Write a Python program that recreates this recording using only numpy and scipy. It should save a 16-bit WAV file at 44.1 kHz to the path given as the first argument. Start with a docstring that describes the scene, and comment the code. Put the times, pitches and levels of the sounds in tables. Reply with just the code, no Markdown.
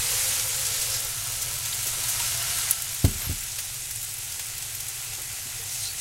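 """Water hisses and spits on a very hot iron skillet, above frying in a second pan and a droning fan.
Running water sounds hollow until it is shut off; the skillet then lands on a glass stove with two main thumps.
Steam squeals, the hiss dies down and a soft spoon starts to stir.
Hiss and spits are shaped noise, bubbles are random clicks, thumps are ringing tones of the stove top.
One close microphone, the same in both channels, with a gain control that recovers slowly."""
import sys
import numpy as np
from scipy import signal
from scipy.fft import rfft, irfft
from scipy.io import wavfile
from scipy.ndimage import uniform_filter1d

SR = 44100
rng = np.random.default_rng(int(sys.argv[2]) if len(sys.argv) > 2 else 0)


def dump(signal):
    """Clip the signal to [-1, 1] and save it as 16-bit WAV at the path in sys.argv[1]."""
    limited = np.clip(np.atleast_2d(signal).T, -1, 1)
    pcm = np.round(limited * 32767).astype(np.int16)
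    wavfile.write(sys.argv[1], SR, pcm)


N = 264847
TIME = np.arange(N) / SR

# the pan starts to be lowered; a little later the boil starts to cool
LOWERED_S, COOLING_STARTS_S = 2.57, 2.88
# the pan swings close: when and for how long
PASS_AT_S, PASS_S = 2.46, 0.27
# the water is shut off: when, and how long the flow takes to stop
SHUT_S, SHUTTING_S = 1.05, 0.053


def gain_of(db):
    """Turns decibels into a factor."""
    return 10 ** (np.asarray(db) / 20)


def evened(x):
    """Scales a signal to an average strength (rms) of one."""
    return x / np.sqrt(np.mean(x ** 2) + 1e-20)


def ramp(t, start, length):
    """Rises in a straight line from zero to one."""
    return np.clip((t - start) / length, 0, 1)


def hump(t, at, length):
    """Swells to one and sinks again around a moment."""
    return np.exp(-((t - at) / length) ** 2)


def add(mix, start_s, sound):
    """Mixes a sound in at a time, cutting it off at the end."""
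    part = mix[max(round(start_s * SR), 0):][:len(sound)]
    part += sound[:len(part)]


def coloured(x, points):
    """Shapes the spectrum of x by a table of pitch and level, at an rms of one."""
    pitch_hz, level_db = np.transpose(points)
    bins = np.fft.rfftfreq(len(x), 1 / SR)
    shape_db = np.interp(np.log(bins + 1), np.log(pitch_hz), level_db)
    return evened(irfft(rfft(x) * gain_of(shape_db), len(x)))


def wander(rate, size=N):
    """Smooth random drift of rms one, mostly slower than rate in Hz."""
    bins = np.fft.rfftfreq(size, 1 / SR)
    slow = np.exp(-(bins / rate) ** 2) * (bins > 0)
    return evened(irfft(rfft(rng.standard_normal(size)) * slow, size))


def bursts(per_s, spread_db):
    """Random clicks of bursting bubbles, most small and a few large."""
    size = gain_of(spread_db * np.minimum(rng.exponential(1, N), 5))
    happens = rng.random(N) < per_s / SR
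    return evened(size * rng.choice([-1, 1], N) * happens)


def bump(hz, octaves, size):
    """A rounded band around one pitch with gentle skirts, for a sound of this many samples."""
    away = np.log2((np.fft.rfftfreq(size, 1 / SR) + 1) / hz) / octaves
    return evened((1 + (away / 2) ** 2) ** -2)


def puff(db, hz, octaves, rise_s, crack=0):
    """Noise around one pitch that swells and dies, with an optional sharp crack near its start."""
    t = np.arange(SR // 5) / SR
    band = bump(hz, octaves, len(t))
    u = t / max(rise_s, 1e-4)
    swell = u * np.exp(1 - u)  # reaches one after rise_s
    rush = irfft(rfft(rng.standard_normal(len(t))) * band, len(t))
    rush = evened(rush * swell) * np.sqrt(np.mean(swell ** 2))
    tick = np.roll(irfft(band, len(t)), 24)
    return gain_of(db) * (rush + crack * tick / tick.max())


def puffs(rows, crack):
    """Plays a table of puffs, each at its own time."""
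    out = np.zeros(N)
    for start_s, *shape in rows:
        add(out, start_s, puff(*shape, crack=crack))
    return out


# how hard the water boils while the pan is carried, before cooling and layer levels
# columns: time_s [s], level_db [dB]
BOIL_STRENGTH = [(0, -28.5), (.2, -27), (.5, -30), (.85, -31), (1.15, -33.5), (1.65, -33), (2.25, -30),
                 (2.7, -30.5)]


def vigour(cooling_db=4.5, cooling_s=1.23):
    """Strength of the boil in dB: it goes up and down while carried, then sinks as the iron cools."""
    time_s, level_db = np.transpose(BOIL_STRENGTH)
    cooled = 1 - np.exp(-np.maximum(TIME - COOLING_STARTS_S, 0) / cooling_s)
    return np.interp(TIME, time_s, level_db) - cooling_db * cooled


def sloshing(fed_db=-0.1, pass_db=1.4, lull_at_s=3.93, lull_s=0.26, lull_db=2.5):
    """Level change of the larger bubbles in dB: running water, a close pass, a lull as water slops back."""
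    fed = fed_db * (1 - ramp(TIME, SHUT_S, SHUTTING_S))
    lull = lull_db * hump(TIME, lull_at_s, lull_s)
    return fed + pass_db * hump(TIME, PASS_AT_S, PASS_S) - lull


# resonances of the pan held close, then of the pan on the stove, before their changing shares
# columns: pitch_hz [Hz], width_hz [Hz], boost_db [dB]
HELD_PAN = [(700, 40, 9), (915, 120, 0.5), (1000, 70, 1), (1180, 98, -3), (1333, 72, 8), (1580, 150, 2),
            (1910, 120, -1), (2600, 87, -1.5), (2870, 68, 4), (5670, 130, 1)]
SEATED_PAN = [(430, 45, 5), (780, 76, 10), (1146, 380, -4.5), (1420, 160, 5), (2025, 98, 4), (2670, 450, 3),
              (4600, 880, -3.5), (7870, 180, 12), (9520, 250, 1)]


def hollow(hz, t, near_s=1.0, seating_s=1, held_share=0.94, pass_share=0.46, seated_before=0.4):
    """Pan resonances in dB: the held ones grow as it nears, then give way to the seated ones."""
    shapes = [sum(db / (1 + (2 * (hz - f) / width) ** 2) for f, width, db in modes)
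              for modes in (HELD_PAN, SEATED_PAN)]
    down = ramp(t, LOWERED_S, seating_s)
    near = ramp(t, 0, near_s) * held_share + pass_share * hump(t, PASS_AT_S, PASS_S)
    shares = near * (1 - down), seated_before * (1 - down) + down
    return sum(np.outer(shape, share) for shape, share in zip(shapes, shares))


def patchy(x, depth_db, ring=lambda hz, t: 0):
    """Patches of foam swell and fade at their own pitches; ring adds resonances in dB."""
    hz, t, z = signal.stft(x, SR, nperseg=1024, noverlap=768)
    patches = uniform_filter1d(rng.standard_normal(z.shape), size=7, axis=1)  # smooth in time
    patches = uniform_filter1d(patches, size=16, axis=0)  # smooth in pitch
    z = z * gain_of(depth_db * evened(patches) + ring(hz, t))
    return signal.istft(z, SR, nperseg=1024, noverlap=768)[1][:N]


# colour of the fizz of tiny bubbles, then of the seething of larger ones
# columns: pitch_hz [Hz], relative_level_db [dB per Hz]
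FIZZ_COLOUR = [(1500, -26.5), (3500, -7), (5200, -3.5), (6500, 0.5), (8000, 1), (9500, 0.2), (11500, -1.5),
               (13000, -4.5), (14500, -11.5), (16000, -19)]
SEETHE_COLOUR = [(120, 0.5), (250, -15.5), (480, -9.5), (750, -6.5), (1100, 0), (1400, -2), (2200, 2),
                 (3200, 1.5), (4500, 2.5), (6500, 0), (11000, -13)]


def boiling(fizz_db=1.0, seethe_db=-4.0, fizz_grain=0.73, seethe_grain=0.71, flash_db=0.5, flash_s=0.004):
    """Countless bubbles burst over a rush of steam, which jumps at random as water touches dry iron."""
    level = vigour()
    fine = fizz_grain * bursts(per_s=7000, spread_db=2.0) + rng.standard_normal(N) * 0.74
    coarse = seethe_grain * bursts(per_s=2500, spread_db=1.5) + rng.standard_normal(N) * 0.62
    fizz = patchy(coloured(fine, FIZZ_COLOUR), depth_db=1.0)
    fizz = fizz * gain_of(level + fizz_db)
    seethe = patchy(coloured(coarse, SEETHE_COLOUR), depth_db=0.85, ring=hollow)
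    seethe = seethe * gain_of(level + sloshing() + seethe_db)
    touches = abs(bursts(per_s=45, spread_db=3.0))
    flashes = signal.lfilter([1], [1, -np.exp(-1 / (flash_s * SR))], touches)  # sudden rise, short fade
    return (fizz + seethe) * gain_of(flash_db * evened(flashes - flashes.mean()))


# hollow tones of running water, before the level of the flow
# columns: pitch_hz [Hz], width_hz [Hz], level_db [dB rms]
WATER_TONES = [(458, 19, -55.5), (526, 19, -53.5), (585, 22, -59.5), (840, 37, -59.5)]


def running(flow_db=0.5, gurgle_at_s=1.44, gurgle_s=0.17, gurgle_db=-4):
    """Turbulent water excites narrow, hollow resonances until shut off, then gurgles once more."""
    bins = np.fft.rfftfreq(N, 1 / SR)
    tones = np.zeros(N)
    for hz, width, db in WATER_TONES:
        band = (1 + ((bins - hz) / width) ** 2) ** -2
        tones += gain_of(db) * evened(irfft(rfft(rng.standard_normal(N)) * band, N))
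    flow = gain_of(flow_db) * (1 - ramp(TIME, SHUT_S, SHUTTING_S))
    return tones * (flow + gain_of(gurgle_db) * hump(TIME, gurgle_at_s, gurgle_s))


# colour of the oil in the second pan
# columns: pitch_hz [Hz], relative_level_db [dB per Hz]
OIL_COLOUR = [(500, -20), (1500, -11), (4000, -24), (8000, 14.5), (12000, 10), (16000, 8)]


def frying(level_db=-43, scatter=0.28, ring_s=0.0033):
    """Sparse ticks of hot oil, each scattered briefly by the pan wall."""
    t = np.arange(SR // 40) / SR
    tick = scatter * rng.standard_normal(len(t)) * np.exp(-t / ring_s) + (t == 0)
    ticks = signal.oaconvolve(bursts(per_s=260, spread_db=6.0), tick)[:N]
    return gain_of(level_db) * coloured(ticks, OIL_COLOUR)


# colour of the air rumbling through the extractor fan
# columns: pitch_hz [Hz], relative_level_db [dB per Hz]
FAN_RUMBLE = [(8, -14), (24, -0.5), (45, 1.5), (68, -3.5), (95, -0.5), (116, 8), (132, 0), (146, -7.5),
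              (190, -17.5), (300, -16.5), (700, -20), (2000, -39)]
# steady tones of the fan, before its overall level
# columns: pitch_hz [Hz], level_db [dB rms]
FAN_TONES = [(83, -59), (96, -54.5), (119.5, -56), (138, -60), (159, -85)]


def fan(waver_hz=0.81, rumble_db=-48, overall_db=1.8):
    """Rumbling air, made of low noise, with a few tones that waver in pitch."""
    tones = np.zeros(N)
    for hz, db in FAN_TONES:
        pitch_hz = hz + waver_hz * wander(rate=3.6)
        tones += gain_of(db) * evened(np.sin(2 * np.pi * np.cumsum(pitch_hz) / SR))
    air = gain_of(rumble_db) * coloured(rng.standard_normal(N), FAN_RUMBLE)
    return (air + tones) * gain_of(overall_db)


def spatter(per_s=12, ends_s=5.2, level_db=-30, spread_db=2.0, centre_hz=8400, octaves=0.59, rise_s=0.0017):
    """Small drops burst into steam at uneven intervals, each with its own strength, pitch, width and speed."""
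    rows = []
    draws = rng.uniform(-1, 1, (int(per_s * ends_s), 5))
    for k, (early, loud, high, wide, slow) in enumerate(draws):
        start_s = (k + 1 + early) / per_s
        pitch_hz = centre_hz * 2 ** (.5 * high)
        rows.append((start_s, level_db + spread_db * loud, pitch_hz, octaves * 2 ** wide, rise_s * 2 ** slow))
    return puffs(rows, crack=3.6)


# water flooding fresh hot iron, on its own or pushed by the spoon
# columns: start_s [s], length_s [s], level_db [dB at the peak], pitch_hz [Hz], spread_octaves [octaves]
FLARE_EVENTS = [(0.636, 0.24, -33.5, 4600, 0.63), (.87, .15, -32.5, 5460, .32), (3.17, 0.13, -33, 1790, 2),
                (5.66, 0.18, -32, 6800, 0.53), (5.779, 0.13, -31.5, 5600, 0.58),
                (5.96, 0.1, -31, 7200, 0.46)]


def flares():
    """Water on fresh hot iron gives brief swells of hiss around one pitch."""
    out = np.zeros(N)
    for start_s, length_s, db, hz, octaves in FLARE_EVENTS:
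        size = round(length_s * SR)
        hiss = irfft(rfft(rng.standard_normal(SR)) * bump(hz, octaves, SR), SR)
        swell = np.sin(np.linspace(0, np.pi, size))
        add(out, start_s, gain_of(db) * evened(hiss[:size]) * swell)
    return out


# single drops that burst into steam
# columns: start_s [s], level_db [dB of the rush], pitch_hz [Hz], spread_octaves [octaves], rise_s [s]
SPIT_EVENTS = [(0.6464, -27.5, 6440, .6, 0.0095), (0.81, -27, 6460, .75, 0.01),
               (1.4167, -25.5, 7360, .55, .0056), (1.7254, -31, 3900, 0.25, .004),
               (1.8644, -26.5, 7800, .8, 0.0086), (2.0821, -25, 9000, 0.63, .009),
               (2.1952, -28.5, 3000, 1.4, 0.0044), (2.709, -11.5, 9900, 0.4, 0.0021),
               (2.8191, -23, 8850, 0.49, .0024), (2.9441, -24, 11200, .7, 0.003),
               (3.047, -20.5, 6500, 1.5, 0.0035), (3.5832, -23.5, 5900, 1.4, 0.005),
               (3.9074, -24.5, 9100, 1.3, 0.0036), (3.9591, -20, 9600, 0.2, 0.00085),
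               (4.3942, -25.5, 4300, 1.7, 0.0035), (4.8016, -25.5, 8900, 0.82, .003),
               (4.8823, -26, 8550, 0.52, 0.0027)]


def spits():
    """Each drop bursts into a short rush of steam with a crack."""
    return puffs(SPIT_EVENTS, crack=2.0)


# soft knocks and plops of handling and stirring
# columns: start_s [s], level_db [dB at the peak], pitch_hz [Hz], spread_octaves [octaves]
PLOP_EVENTS = [(1.86, -46, 486, 0.38), (1.97, -45, 470, .5), (2.198, -39.5, 960, 0.059),
               (5.178, -46, 430, .55), (5.452, -49, 270, 0.3), (5.588, -46, 440, 0.045)]


def plops(rise_s=0.0087):
    """Soft low puffs of noise without a crack."""
    return puffs([(*row, rise_s) for row in PLOP_EVENTS], crack=0)


# the pan meets the stove, rocks and settles with its full weight
# columns: start_s [s], relative_level_db [dB], contact_s [s]
CONTACTS = [(3.043, -2, .0017), (3.153, -21, 0.0056), (3.266, -18, 0.0052), (3.294, -15, 0.0022),
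            (3.305, -20.5, 0.0037), (3.31, -10.5, .022)]
# what the stove top rings with, before the contact and the low cut shape it
# columns: pitch_hz [Hz], relative_level_db [dB], fade_s [s to fall by 60 dB]
STOVE_MODES = [(36.8, -18.5, 0.44), (75.4, -23, 0.29), (91.3, 2.5, 0.086), (119, -22, 0.22),
               (142, -16, .14), (172.4, -19.5, 0.22), (196.5, -23, 0.29), (222.6, -21.5, 0.25),
               (266, -15.5, 0.127), (267, -12, 0.066), (343, -32, 0.097), (388, -30, 0.35),
               (446, -24, 0.19), (500, -5, 0.029), (654, -8.5, 0.053), (693, -29, .08), (830, -21, .1),
               (1044, -23, .05)]


def thumps(grit_db=-26, grit_hz=1500, grit_octaves=2.4, grit_rise_s=0.0074, lowest_hz=32, spread_s=0.00077):
    """Each contact pushes the stove top into its modes; longer ones are duller, and iron grates on glass."""
    t, out = np.arange(SR // 2) / SR, np.zeros(N)
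    ring = sum(gain_of(db - 60 * t / fade_s) * np.cos(2 * np.pi * hz * t) for hz, db, fade_s in STOVE_MODES)
    ring = ring * (1 - np.exp(-t / spread_s))  # the blow takes a moment to cross the plate
    low_cut = signal.butter(2, lowest_hz, "highpass", fs=SR, output="sos")
    ring = signal.sosfilt(low_cut, ring)  # a plate radiates no slow push
    for start_s, db, contact_s in CONTACTS:
        push = np.sin(np.pi * np.minimum(t / contact_s, 1)) ** 2
        add(out, start_s, gain_of(db) * signal.fftconvolve(ring, push / push.sum())[:len(t)])
        add(out, start_s, puff(db + grit_db, grit_hz, grit_octaves, grit_rise_s))
    return out


# thin squeals of steam squeezed under the pan and the spoon
# columns: start_s [s], length_s [s], level_db [dB rms], pitch_hz [Hz at the top of the arch, before wavering]
SQUEAL_EVENTS = [(3.044, .04, -39.5, 13050), (3.178, .028, -36.5, 12800), (3.21, .032, -33, 12900),
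                 (3.237, .045, -33, 12600), (5.818, 0.048, -34.5, 8850), (5.82, 0.078, -39.5, 4170),
                 (5.875, .06, -42, 4490)]


def squeals(waver=0.023, arch_depth=0.0293):
    """Squeezed steam whistles unsteadily; the pitch arches up and back by a share of itself."""
    out = np.zeros(N)
    for start_s, length_s, db, top_hz in SQUEAL_EVENTS:
        arch = abs(np.sin(np.linspace(0, np.pi, round(length_s * SR))))
        unsteady = 1 + waver * wander(rate=730, size=8192)[:len(arch)]
        pitch_hz = top_hz * (1 - arch_depth * (1 - arch)) * unsteady
        swell = np.sqrt(arch) * (1 + .6 * wander(rate=250, size=8192)[:len(arch)])
        whistle = np.sin(2 * np.pi * np.cumsum(pitch_hz) / SR)
        add(out, start_s, gain_of(db) * evened(whistle * swell))
    return out


def rebound(x, strength=0.076, drift_s=.00007):
    """Echoes off stove top, backsplash and hood ripple the spectrum, shifting as the water moves about."""
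    delays_s = (.00305, .0043, .0071, .0118, .0163)
    echoes = sum(np.interp(TIME - delay - drift_s * wander(rate=0.53), TIME, x) for delay in delays_s)
    return x + strength * echoes


def kitchen(x, wet_db, fade_s):
    """Adds the short echo of a small room, as fading noise; fade_s is the time to fall by 60 dB."""
    t = np.arange(SR // 3) / SR
    tail = rng.standard_normal(len(t)) * gain_of(-60 * t / fade_s) * (t > .004)
    return x + gain_of(wet_db) * signal.fftconvolve(x, tail / np.linalg.norm(tail))[:N]


def scene():
    """Everything reaches one microphone and fills both channels."""
    events = spatter() + spits() + plops() + thumps() + squeals()
    hiss = rebound(boiling() + flares())
    mono = hiss + running() + frying() + fan() + kitchen(events, wet_db=-13.5, fade_s=.3)
    return np.array([mono, mono])


def record(dry, loud_db=-17.5, deepest_cut_db=4, reaction_s=0.018, recovery_db_per_s=0.76, edge_hz=15900):
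    """Gain control turns the level down after a loud peak and creeps back; then the top treble is cut."""
    power_db = 10 * np.log10(abs(uniform_filter1d(dry[0] ** 2, size=180)) + 1e-12)
    asked_db = np.clip(power_db - loud_db, 0, deepest_cut_db)
    creep_db = recovery_db_per_s * TIME
    held_db = np.maximum.accumulate(asked_db + creep_db) - creep_db  # a cut is held, then slowly let go
    lag = np.exp(-1 / (reaction_s * SR))
    ducked = dry * gain_of(-signal.lfilter([1 - lag], [1, -lag], held_db))
    treble_cut = signal.firwin(511, edge_hz, window=("kaiser", 9), fs=SR)
    return signal.oaconvolve(ducked, treble_cut[None], "same")


dry = scene()
out = record(dry)
dump(out)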